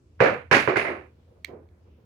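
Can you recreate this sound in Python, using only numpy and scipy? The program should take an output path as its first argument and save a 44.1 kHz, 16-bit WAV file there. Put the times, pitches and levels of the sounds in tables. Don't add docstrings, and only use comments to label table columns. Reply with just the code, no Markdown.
import sys
import numpy as np
from scipy import signal
from scipy.fft import rfft, irfft
from scipy.io import wavfile
from scipy.ndimage import uniform_filter1d, minimum_filter1d

SR = 44100
rng = np.random.default_rng(int(sys.argv[2]) if len(sys.argv) > 2 else 0)


def gain_from_decibels(decibels):
    exponent = np.asarray(decibels, float) / 20
    return 10 ** exponent


def persist_wave(psi):
    counts = np.round(np.clip(psi, -1, 1) * 32767).astype(np.int16)
    wavfile.write(sys.argv[1], SR, np.atleast_2d(counts).T)


N = 90404

TAIL, LEAD = 20480, 1024
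TAIL_S = np.arange(TAIL) / SR
TAIL_HZ = np.maximum(np.arange(TAIL // 2 + 1) * SR / TAIL, 1)
LEFT_RIGHT = np.array([[1], [-1]])
BOUNCE_DIRECT_DB = 2
SHEEN_DB = 9.5


def level(x, db):
    return x * gain_from_decibels(db) / np.sqrt(np.mean(x ** 2))


def read(table, hz):
    t = np.array(table)
    return np.interp(np.log(np.maximum(hz, 1)), np.log(t[:, 0]), t[:, 1])


def causal(db):
    c = irfft(db * np.log(10) / 20)
    c[1:len(c) // 2] *= 2
    c[len(c) // 2 + 1:] = 0
    return np.exp(rfft(c))


def walk(rate_hz):
    k = int(SR / rate_hz)
    steps = np.repeat(rng.standard_normal(N // k + 1), k)
    return 2 * uniform_filter1d(uniform_filter1d(steps, k), k)[:N]


def ears(pan_db):
    return gain_from_decibels(LEFT_RIGHT * pan_db / 2)


def bump(centre_hz, width, db):
    return db / (1 + (np.log(TAIL_HZ / centre_hz) / width) ** 2)


def tilt(bright_db, thump_db):
    knee_hz = 910
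    octaves = np.log2(np.maximum(TAIL_HZ, 40) / knee_hz)
    return bright_db * np.clip(octaves, 0, 2.8) - thump_db * np.clip(octaves, -2, 0)


def heard(spectrum):
    x = np.roll(irfft(spectrum), LEAD, axis=1)[:, :int(.44 * SR)]
    return x * np.minimum(np.arange(x.shape[1]) / LEAD * 2, 1)


def add(out, x, s):
    i = int(s * SR) - LEAD
    out[:, i:i + x.shape[1]] += x[:, :N - i]


def room(direct_db, build_s=0.00067):
    # (frequency [Hz], time to fall 60 dB [s], left-right likeness [0-1],
    # left minus right [dB])
    bands = [(90.8, 0.86, 1, -10), (172, 0.46, .95, 2), (328, 0.32, 0.9, -4), (707, 0.37, 0.2, -3.5),
             (1480, 0.34, 0.03, -8.5), (2828, 0.42, 0, -8), (5600, 0.3, 0.18, -8), (11314, 0.46, 0.5, -2.5)]
    fade_s, lag_s, scatter_db = .09, 0.00019, 1.6
    patchy = gain_from_decibels(scatter_db * np.repeat(rng.standard_normal(TAIL // 128), 128))
    envelope = patchy * (1 - np.exp(-TAIL_S / build_s)) * gain_from_decibels(-(TAIL_S / fade_s) ** 2)
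    mid, side = rng.standard_normal((2, TAIL)) * envelope
    centres = np.log([row[0] for row in bands])
    out = 0
    for k, (_, t60, alike, pan_db) in enumerate(bands):
        share = np.interp(np.log(TAIL_HZ), centres, np.arange(len(bands)) == k)
        c = np.clip(alike, -.9, .999)
        pair = np.sqrt(1 + c) * mid + np.sqrt(1 - c) * side * LEFT_RIGHT
        pair = pair * gain_from_decibels(-60 * TAIL_S / t60)
        pair[1, 0] += gain_from_decibels(direct_db)
        pair[0, int(lag_s * SR)] += gain_from_decibels(direct_db)
        out = out + share * rfft(pair) * ears(pan_db) / np.sqrt(SR * .03)
    return out


def blow(bright_db, thump_db, hollow_hz, sheen_db=0):
    # (frequency [Hz], level [dB])
    body = [(40, -35), (120, -9), (170, -8), (350, 1.5), (500, 4.5), (800, -0.5), (2400, -7.5),
            (3300, -27.5)]
    # (frequency [Hz], level [dB])
    mic = [(3300, 9), (4400, 5), (6800, -8.5), (8000, -18), (9700, -15), (12500, -32), (15200, -22.5),
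           (16500, -41.5)]
    db = read(body, TAIL_HZ) + read(mic, TAIL_HZ) + tilt(bright_db, thump_db)
    hollow = bump(hollow_hz, .16, 9)
    sheen = bump(9500, 0.066, sheen_db)
    return causal(db + hollow + sheen)


def air():
    # (frequency [Hz], level [dB per Hz])
    tone = [(25, -26.5), (55, -8), (90, -5), (140, -14.5), (450, -22), (750, -35.5), (3000, -45.5),
            (16000, -61)]
    flicker_db, alike_hz = 1.2, 900
    hum_hz, hum_width_hz = 82, 6.7
    hz = np.maximum(np.arange(N // 2 + 1) * SR / N, 1)
    swell = walk(4.2)
    out = 0
    for centre in 30 * 2 ** np.arange(0, 9.6, .5):
        band = np.maximum(1 - np.abs(np.log2(hz / centre)) * 2, 0) ** .5
        shape = gain_from_decibels(read(tone, hz)) * band
        mid, side = irfft(rfft(rng.standard_normal((2, N))) * shape, N)
        flicker = gain_from_decibels(flicker_db * (walk(10) + .5 * swell))
        out = out + flicker * (mid + min(centre / alike_hz, 1) * side * LEFT_RIGHT)
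    hum = irfft(rfft(rng.standard_normal(N)) / (1 + ((hz - hum_hz) / hum_width_hz) ** 2), N)
    return level(out, -59) + level(hum, -57)


def knocks():
    # (time [s], level [dB], brightness above the knee [dB per octave],
    # thump below the knee [dB per octave], hollow resonance [Hz])
    hits = [(0.2034, -14.5, 3, 1, 516), (.5125, -17.5, 7.5, 0.5, 1016), (.675, -16.5, -0.5, 0, 393),
            (.7585, -23, 4.5, -1.5, 2030), (.193, -42, 1, -6.5, 1500), (0.2144, -19.5, -0.5, 2.5, 506),
            (.233, -21.5, 5, 2.5, 520), (0.2451, -20, -2, -2, 500), (.259, -19.5, 2, 1.5, 1500),
            (.502, -52.5, -1.5, -1.5, 1526), (.525, -17, 8, 3.5, 1610), (0.5425, -24, 11, 4, 280),
            (.685, -22, 3, -4.5, 404), (.705, -33, 2, 4, 384), (.769, -22.5, 6.5, -1, 390),
            (.846, -26.5, 2, -0.5, 2040), (.9, -31, 0, 1, 356)]
    # (frequency [Hz], level [dB], time to fall 60 dB [s],
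    # left minus right [dB])
    modes = [
        (127.6, -9, 0.1, -1),
        (1597, 2.5, .012, -13.5),
        (2278, -4, 0.0077, -14),
        (1000, -4.5, 0.012, -7.5),
    ]
    fresh_count, push_s = 4, 0.0005
    ring = 0
    for hz, db, t60, pan_db in modes:
        ring = ring + ears(pan_db) * gain_from_decibels(db - 60 * TAIL_S / t60) * np.sin(2 * np.pi * hz * TAIL_S)
    front = rfft(ring * (1 - np.exp(-TAIL_S / push_s)) ** 2)
    out = np.zeros((2, N))
    for k, (s, db, bright_db, thump_db, hollow_hz) in enumerate(hits):
        fresh = k < fresh_count
        colour = blow(bright_db, thump_db, hollow_hz, SHEEN_DB * (s > .75))
        sound = gain_from_decibels(db + 27.5) * colour * room(11 if fresh else BOUNCE_DIRECT_DB)
        if fresh:
            sound = sound + gain_from_decibels(db + 4.5) * front * causal(tilt(bright_db, thump_db))
        add(out, heard(sound), s)
    return out


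def clicks():
    # (time [s], level [dB], brightness [dB per octave])
    snaps = [
        (0.418, -55, 5),
        (1.1545, -62, 8),
        (1.4444, -48, 5),
        (1.4467, -39, -14.5),
        (1.4461, -21, -12.5),
        (1.4471, -27, 6),
        (1.4562, -35.5, -6.5),
        (1.6888, -54, 0),
    ]
    # (frequency [Hz], level [dB], time to fall 60 dB [s])
    modes = [(2250, 2, 0.0096), (1916, -25, .007), (3190, -10, 0.011), (3530, -11, 0.011), (4210, -2, .007),
             (4467, -8.5, 0.004), (5250, -17, 0.0028), (6200, -12, 0.0046), (7940, -15.5, .003),
             (8800, -17, 0.0035), (12000, -23.5, .002), (14800, -18.5, .003)]
    push_s, blur = 0.00038, .3
    pan_db, echo_db = -11, -5

    def ring(bright_db, share):
        x = 0
        for k, (hz, db, t60) in enumerate(modes):
            decay = gain_from_decibels(db + bright_db * np.log2(hz / 2200) - 60 * TAIL_S / (t60 * share))
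            x = x + (-1) ** k * decay * np.sin(2 * np.pi * hz * TAIL_S)
        return rfft(x * (1 - np.exp(-TAIL_S / push_s)))

    out, walls = np.zeros((2, N)), room(-38.5)
    for s, db, bright_db in snaps:
        near = ring(bright_db, 1) * ears(pan_db)
        far = ring(bright_db, blur) * gain_from_decibels(echo_db) * walls
        add(out, heard(gain_from_decibels(db) * (near + far)), s)
    return out


def rattle():
    # (time [s], level [dB])
    swell = [
        (.752, -44),
        (.765, -35),
        (0.798, -31),
        (0.869, -22),
        (.92, -37),
        (0.968, -41),
        (1.019, -49.5),
        (1.04, -85),
    ]
    taps_per_s, scatter_db = 110, 3
    s, db = np.array(swell).T
    tap_db = np.interp(np.arange(N) / SR, s, db, -200, -200) + 18
    strikes = rng.random(N) < taps_per_s / SR
    taps = strikes * gain_from_decibels(scatter_db * rng.standard_normal(N) + tap_db)
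    tap = heard(blow(0.64, 1.2, 349, SHEEN_DB) * room(BOUNCE_DIRECT_DB))
    return signal.fftconvolve(taps[None], tap, axes=1)[:, LEAD:N + LEAD]


def bumps():
    # (time [s], level [dB], resonance [Hz])
    thuds = [(1.09, -60, 160), (1.17, -61, 170), (1.265, -60, 493), (1.3, -60, 480), (1.345, -58, 620),
             (1.477, -42, 428), (1.49, -45.5, 630), (1.512, -42.5, 435), (1.551, -49, 317),
             (1.599, -55.5, 338), (1.70, -62, 362), (1.77, -62, 300), (1.85, -59, 400), (1.969, -59.5, 440)]
    walls = [room(-10., .01) for _ in range(4)]
    out = np.zeros((2, N))
    for k, (s, db, hz) in enumerate(thuds):
        add(out, heard(gain_from_decibels(db + 25.5) * blow(-9.5, 5.5, hz) * walls[k % 4]), s)
    return out


def trimmed(x):
    gate_db, gate_s = -63, .012
    power = uniform_filter1d((x ** 2).mean(axis=0), int(gate_s * SR))
    return x * power / (power + gain_from_decibels(gate_db) ** 2)


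def scene():
    return trimmed(knocks() + rattle()) + trimmed(clicks()) + bumps() + air()


def band_limit(x):
    return signal.sosfilt(signal.butter(12, 16820, fs=SR, output="sos"), x)


def record(dry):
    low_cut_hz, ceiling = 54.4, .93
    x = signal.sosfilt(signal.butter(4, low_cut_hz, "high", fs=SR, output="sos"), dry)
    gain = minimum_filter1d(ceiling / np.maximum(np.abs(x).max(axis=0), ceiling), size=401)
    gain = uniform_filter1d(uniform_filter1d(gain, size=200), size=200)
    return band_limit(x * gain)


dry = scene()
out = record(dry)
persist_wave(out)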